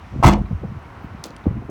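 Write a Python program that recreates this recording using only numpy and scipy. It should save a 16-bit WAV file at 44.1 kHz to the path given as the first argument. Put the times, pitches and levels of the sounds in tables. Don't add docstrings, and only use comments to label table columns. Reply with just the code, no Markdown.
import sys
import numpy as np
from scipy import signal
from scipy.fft import rfft, irfft
from scipy.io import wavfile
from scipy.ndimage import uniform_filter1d

SR = 44100
rng = np.random.default_rng(int(sys.argv[2]) if len(sys.argv) > 2 else 0)


def how_loud(loudness_db):
    steps = np.asarray(loudness_db, float) / 20
    return 10 ** steps


def put_to_file(sound):
    columns = np.atleast_2d(sound).T
    safe = np.clip(columns, -1, 1)
    whole_steps = np.round(safe * 32767)
    wavfile.write(sys.argv[1], SR, whole_steps.astype(np.int16))


N = 74970
TIME = np.arange(N) / SR

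# frequency in Hz, level in dB per Hz.
TRAFFIC_TONE = [(150, -4), (300, -9), (500, -13), (1050, -8), (2300, -21), (3500, -32), (6500, -43),
                (9000, -60)]
# time in seconds, level in dB.
TRAFFIC_SWELL = [(0.0, -48.5), (.45, -48.5), (.63, -48), (.93, -45.5), (1.3, -46), (1.48, -46), (1.7, -48)]
# frequency in Hz, level in dB per Hz.
TYRE_TONE = [(1700, -4.5), (2600, 2.5), (4000, -9.5), (5800, -10.5), (7000, -19.5), (10000, -23)]
# time in seconds, level in dB.
TYRE_SWELL = [(0, -60.5), (.2, -61), (.45, -64), (.65, -68), (.9, -66), (1.3, -66), (1.5, -78), (1.7, -82)]
# time in seconds, level in dB.
GUST_STRENGTH = [(0, -43.5), (.05, -37.5), (.1, -51), (.13, -30), (.21, -29), (.228, -36), (.4, -23.5),
                 (.49, -35), (.62, -33), (.78, -34.5), (.94, -43.5), (.98, -38), (1.2, -39.5), (1.235, -53),
                 (1.32, -39), (1.42, -42.5), (1.5, -29), (1.7, -34)]
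# frequency in Hz, level in dB per Hz.
WIND_TONE = [(12, -52), (20, -10), (71, 7), (140, -2), (251, -11), (358, -15.5), (528, -31), (700, -22),
             (910, -93), (1540, -120)]
# middle in seconds, level in dB, pitch in Hz, cycles.
BUFFETS = [(0.127, -28, 150, 1.7), (0.163, -15, 190, 1.04), (.186, -19.5, 120, 2.9), (0.201, -14, 141, 1.3),
           (0.416, -14.5, 150, 1.25), (0.442, -21.5, 86, 2.6), (0.514, -13, 150, 1.4),
           (.532, -10.5, 100, 0.77), (.553, -15, 84, 2.35), (0.638, -24.5, 295, 2.9),
           (.6405, -29.5, 600, 1.1), (0.6442, -30, 500, 1.4), (0.652, -18.5, 172, 2.6),
           (.70, -25.5, 110, 4.3), (.620, -25, 130, 1.5), (.722, -24, 179, 2.3), (0.759, -28, 131, 3.2),
           (0.774, -25.5, 90, 1.8), (1.046, -20.5, 189, 1.5), (1.152, -26, 173, 2.1),
           (1.201, -29.5, 140, 2.5), (1.305, -31.5, 120, 1.2), (1.339, -34, 75, 1.8),
           (1.4575, -24.5, 600, 1.1), (1.459, -19.5, 330, 1.26), (1.469, -3.5, 203, 1.2),
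           (1.482, -10.5, 86, 2.05), (1.511, -16.5, 152, 1.63), (1.532, -24, 90, 1.3),
           (1.571, -18.5, 182, 0.81), (1.607, -33, 110, 2.4), (1.624, -25.5, 220, 1.4),
           (1.695, -20, 258, 1.3)]
# middle in seconds, level in dB, length in ms.
TEARS = [(0.152, -36, 28), (0.201, -38.5, 18), (0.383, -31, 39), (0.521, -37.5, 22), (0.642, -30, 21),
         (0.673, -47, 20), (1.26, -36.5, 43), (1.308, -40.5, 20), (1.471, -27.5, 24), (1.51, -39.5, 26.7),
         (1.628, -41.5, 22), (1.695, -32, 15)]
# frequency in Hz, level in dB per Hz.
TEAR_TONE = [(150, -15), (300, -1), (550, -4), (800, -12), (1200, -28)]
# start in seconds, level in dB, ring in Hz, time to fade 60 dB in ms.
GRIT_SNAPS = [(.4566, -36, 3980, 30), (.8251, -47.5, 8400, 22), (1.2397, -12.5, 6500, 1.8),
              (1.2408, -7, 3830, 3), (1.2421, -12, 1000, 5), (1.2475, -24, 5500, 3.2),
              (1.2494, -26.5, 4100, 4.2), (1.2564, -30, 6500, 6), (1.2597, -23, 5600, 3),
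              (1.2598, -37, 14500, 3), (1.2674, -34, 8000, 3.9), (1.2676, -39, 14500, 2.8),
              (1.2841, -34, 4600, 8), (1.3061, -30, 4570, 7), (1.3647, -34, 8300, 12),
              (1.3647, -19, 3600, 8), (1.3646, -27, 1800, 6), (1.3831, -41, 4100, 11),
              (1.4408, -30, 2900, 5), (1.4481, -30, 2400, 5), (1.4850, -50, 8500, 3),
              (1.6991, -34.5, 7000, 3.6)]
# start in seconds, level in dB, ring in Hz, time to fade 60 dB in ms.
DOOR_TICKS = [(.2175, -49, 8000, 3), (.2372, -21, 9000, 5), (.2408, -14, 3400, 6), (.2437, -23, 7000, 5),
              (.2480, -25, 13000, 6), (.2502, -13, 5000, 4), (.2640, -13, 6500, 5), (.2705, -20, 5000, 5),
              (.2798, -17, 6500, 4), (.2800, -29, 14500, 3), (.2865, -14, 8060, 6), (.3090, -23, 7000, 7),
              (.3311, -24, 3600, 8), (.3430, -32, 5000, 12), (.3860, -46, 9500, 7)]
# time in seconds, level in dB.
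TRIM_SHAKE = [(.226, -44.5), (.242, -18), (.256, -21.5), (.266, -18), (.287, -20), (.296, -29.5),
              (.326, -34.5), (.335, -24.5), (.352, -47.5)]
# frequency in Hz, level in dB per Hz.
TRIM_TONE = [(240, -17), (400, -6.5), (732, 0), (886, -5.5), (1280, -8), (1700, -12.5), (6270, -25.5),
             (16800, -43), (17900, -45.5)]
CLATTER_HZ = [1285, 2088, 2720, 3420, 4340, 5150, 5840, 6290, 7810]
# start in seconds, level in dB.
LATCH_STRIKES = [(0.2265, -3), (.2293, -10), (.2325, -16), (.2362, -10), (.2405, -8), (.2440, -11.5),
                 (.2478, -8), (.2545, -11.5), (.2627, -11.5), (.269, -15), (.2755, -12), (.283, -14.5),
                 (.290, -16.5), (.297, -16), (.305, -19.5), (.318, -24), (.330, -21.5), (.336, -22),
                 (.343, -21.5), (.354, -30), (.368, -37.5), (.385, -38), (.4567, -34)]
# frequency in Hz, level in dB, time to fade 60 dB in seconds.
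PANEL_RINGS = [(728, -2.5, 0.1), (824, -3.5, 0.029), (858, 2, 0.034), (940, -1.5, 0.082),
               (1064, -5.5, 0.061), (1137, -3, 0.088), (1298, -3.5, 0.046), (1578, -12, 0.05),
               (1800, -14, .05), (2070, -6.5, 0.04), (2380, -6.5, .05), (2750, -10.5, 0.031),
               (3410, -12, .03)]
# frequency in Hz, level in dB, time to fade 60 dB in seconds.
CABIN_RINGS = [(49.7, -3, 0.49), (68, -13, 0.4), (85.9, -4, .55), (120, 1, 0.21), (148.3, -1, 0.24)]
# start in seconds, level in dB, contact in ms.
SEAL_BLOWS = [
    (0.2386, -9, 3.1),
    (0.2447, -5, 2.2),
    (0.2512, -0.5, 3.65),
    (.263, -1, 2.63),
    (0.28, -4, 4.85),
    (.299, -7.5, 3.5),
    (.315, -3, 6.2),
    (.333, -10, 2.6),
    (.345, -29, 2.5),
    (.375, -31, 2.8),
]
# frequency in Hz, level in dB, time to fade 60 dB in seconds.
SHELL_RINGS = [(79.25, -6.5, 0.18), (166.4, -8, 0.23), (202.9, -6, 0.36), (259, -7.5, 0.14),
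               (290, -9, 0.12), (318.3, -6, 0.25), (371.4, -12, 0.19), (512, -8, .1), (604, -9, .12)]

CRUNCH_S, CRUNCH_DB, CRUNCH_T60_S = 1.24, -41, 0.17
PUSH_S, PUSH_DB = 0.2405, -4.5


def unit(x):
    return x / np.sqrt(np.mean(x ** 2))


def noise():
    return rng.standard_normal(N)


def fade(t, t60_s):
    return np.exp(-np.log(1000) * t / t60_s)


def curve(rows):
    points = np.array(rows)
    return how_loud(np.interp(TIME, points[:, 0], points[:, 1]))


def colour(x, points):
    p = np.array(points)
    hz = np.maximum(np.arange(N // 2 + 1) * SR / N, 1)
    db = np.interp(np.log(hz), np.log(p[:, 0]), p[:, 1], left=-80, right=-80)
    return irfft(rfft(x) * how_loud(db), N)


def walk(rate_hz):
    hold = int(SR / rate_hz)
    steps = np.repeat(rng.standard_normal(N // hold + 1), hold)
    return 1.1 * uniform_filter1d(uniform_filter1d(steps, hold), hold)[:N]


def add(out, start_s, x):
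    i = max(int(start_s * SR), 0)
    out[i:i + len(x)] += x[:N - i]


def flickering_bands(x, low_hz, per_octave, count, flicker_db, rate_hz):
    spectrum = rfft(x)
    hz = np.maximum(np.arange(len(spectrum)) * SR / N, 1)
    place = per_octave * np.log2(hz / low_hz)
    out = np.zeros(N)
    for k in range(count):
        share = np.sqrt(np.clip(1 - abs(place - k), 0, 1))
        out += how_loud(flicker_db * walk(rate_hz)) * irfft(spectrum * share, N)
    return out


def ring(modes, scatter_db, chance):
    m = np.array(modes)
    count = len(m)
    t = np.arange(SR // 2)[:, None] / SR
    detune = chance[count:2 * count]
    gain = how_loud(m[:, 1] + scatter_db * chance[:count]) * np.sign(detune)
    hz = m[:, 0] * (1 + 0.0219 * detune)
    return (gain * fade(t, m[:, 2]) * np.sin(2 * np.pi * hz * t)).sum(axis=1)


def tap(modes, scatter_db, contact_ms):
    push = np.hanning(int(contact_ms * SR / 1000) + 3)
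    return np.convolve(ring(modes, scatter_db, rng.standard_normal(28)), push / push.sum())


def snaps(rows):
    out = np.zeros(N)
    t = np.arange(SR // 20) / SR
    for start_s, db, hz, ms in rows:
        longness = 1 + (ms / 10.3) ** 2
        b, a = signal.iirpeak(min(hz, 0.4 * SR), 1.27 * longness, SR)
        spike = 3.0 / longness * (t < 1 / SR)
        fizz = 0.5 * np.sqrt(longness) * fade(t, ms / 1000) * rng.standard_normal(len(t))
        once = signal.lfilter(b, a, spike + fizz)
        add(out, start_s, how_loud(db) * signal.lfilter(b, a, once))
    return out


def traffic():
    hum = unit(colour(noise(), TRAFFIC_TONE))
    return curve(TRAFFIC_SWELL) * how_loud(0.5) * flickering_bands(hum, 150, 2, 15, 0.55, 7.56)


def tyres():
    hiss = unit(colour(noise(), TYRE_TONE))
    return curve(TYRE_SWELL) * flickering_bands(hiss, 1700, 3, 9, 2.8, 17)


def cloth():
    middle_s, level_db, length_ms = 1.04, -73, 30
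    brush = np.exp(-((TIME - middle_s) * 1000 / length_ms) ** 2)
    return how_loud(level_db) * brush * unit(colour(noise(), [(12500, -6), (14500, 0), (16500, -6)]))


def wind():
    sag = 0.54
    out = curve(GUST_STRENGTH) * how_loud(2.5 * walk(30)) * unit(colour(noise(), WIND_TONE))
    for middle_s, db, hz, cycles in BUFFETS:
        half_s = cycles / hz
        u = np.arange(-half_s, half_s, 1 / SR) / half_s
        phase = 2 * np.pi * cycles * (u - sag * u ** 2 / 2)
        add(out, middle_s - half_s, how_loud(db) * np.exp(-(u / 0.4) ** 2) * np.sin(phase - 0.8))
    return out


def tearing_air():
    swell = np.zeros(N)
    for middle_s, db, ms in TEARS:
        swell += how_loud(db) * np.exp(-((TIME - middle_s) / ms * 1000 / 0.5) ** 2)
    return swell * unit(colour(noise(), TEAR_TONE))


def grit():
    since = TIME - CRUNCH_S
    dust = (rng.random(N) < 12000 / SR) * noise()
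    tone = [(700, -4), (1500, -1.0), (4000, 1.5), (6000, -4), (8000, -15), (18000, -19)]
    fading = (since > 0) * fade(np.maximum(since, 0), CRUNCH_T60_S)
    return snaps(GRIT_SNAPS) + how_loud(CRUNCH_DB) * fading * unit(colour(dust, tone))


def trim_rattle():
    clicks_per_s, spread_db, level_db = 6000, 3, 4.5
    settle_s, dull_s = 0.014, 0.094
    loudness = how_loud(spread_db * rng.exponential(size=N))
    clicks = (rng.random(N) < clicks_per_s / SR) * loudness * noise()
    trim = unit(colour(clicks, TRIM_TONE))
    clatter = sum(signal.lfilter(*signal.iirpeak(hz, 40, SR), trim) for hz in CLATTER_HZ)
    trim = unit(trim + how_loud(1.5) * clatter)
    soft = uniform_filter1d(trim, size=5)
    brightness = 1.21 * np.exp(-(np.maximum(TIME - PUSH_S, 0) / dull_s) ** 2)
    trim = soft + (trim - soft) * brightness
    first_s, last_s = TRIM_SHAKE[0][0], TRIM_SHAKE[-1][0]
    settling = np.exp(-np.maximum(TIME - last_s, 0) / settle_s)
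    shaking = curve(TRIM_SHAKE) * (TIME > first_s) * settling
    return how_loud(level_db) * shaking * how_loud(1.36 * walk(199.3)) * trim


def latch():
    first_touch_ms, strike_ms = 0.9, 0.34
    out = np.zeros(N)
    for start_s, db in LATCH_STRIKES:
        contact_ms = strike_ms if start_s > LATCH_STRIKES[1][0] else first_touch_ms
        add(out, start_s, how_loud(db - 6.0) * tap(PANEL_RINGS, 2.56, contact_ms))
    return out


def cabin():
    out = np.zeros(N)
    alternating = (-1.0) ** np.arange(28)
    boom = np.convolve(ring(CABIN_RINGS, 0, alternating), np.hanning(150) / 75)
    add(out, PUSH_S, how_loud(PUSH_DB) * boom)
    return out


def door_shell():
    shell_db, scatter_db = -5.5, 3.5
    out = np.zeros(N)
    for start_s, db, contact_ms in SEAL_BLOWS:
        add(out, start_s, how_loud(db + shell_db) * tap(SHELL_RINGS, scatter_db, contact_ms))
    return out


def door():
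    return snaps(DOOR_TICKS) + trim_rattle() + latch() + cabin() + door_shell()


def shop_front_echo(near):
    level_db, t60_s = -19, 0.22
    t = np.arange(SR // 2) / SR
    tail = signal.lfilter([0.4], [1, -0.6], rng.standard_normal(len(t)))
    tail = tail * fade(t, t60_s) * (t > 0.012)
    return how_loud(level_db) * signal.fftconvolve(near, tail / np.sqrt(np.sum(tail ** 2)))[:N]


def scene():
    near = door() + grit()
    around = traffic() + tyres() + cloth() + wind() + tearing_air()
    return (near + shop_front_echo(near) + around)[None]


def band_limit(x):
    return signal.sosfilt(signal.butter(12, 18050, fs=SR, output="sos"), x)


def record(dry):
    low_cut_hz, port_hz, port_db, hiss_db = 41.5, 16900, 1, -71.5
    hiss = unit(colour(noise(), [(3000, 0.5), (17500, -7.5)]))
    x = signal.sosfilt(signal.butter(2, low_cut_hz, "high", fs=SR, output="sos"), dry)
    port = signal.lfilter(*signal.iirpeak(port_hz, 8, SR), x)
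    x = x + how_loud(port_db) * port + how_loud(hiss_db) * hiss
    x = x / (1 + abs(x) ** 6) ** (1 / 6)
    return band_limit(x)


dry = scene()
out = record(dry)
put_to_file(out)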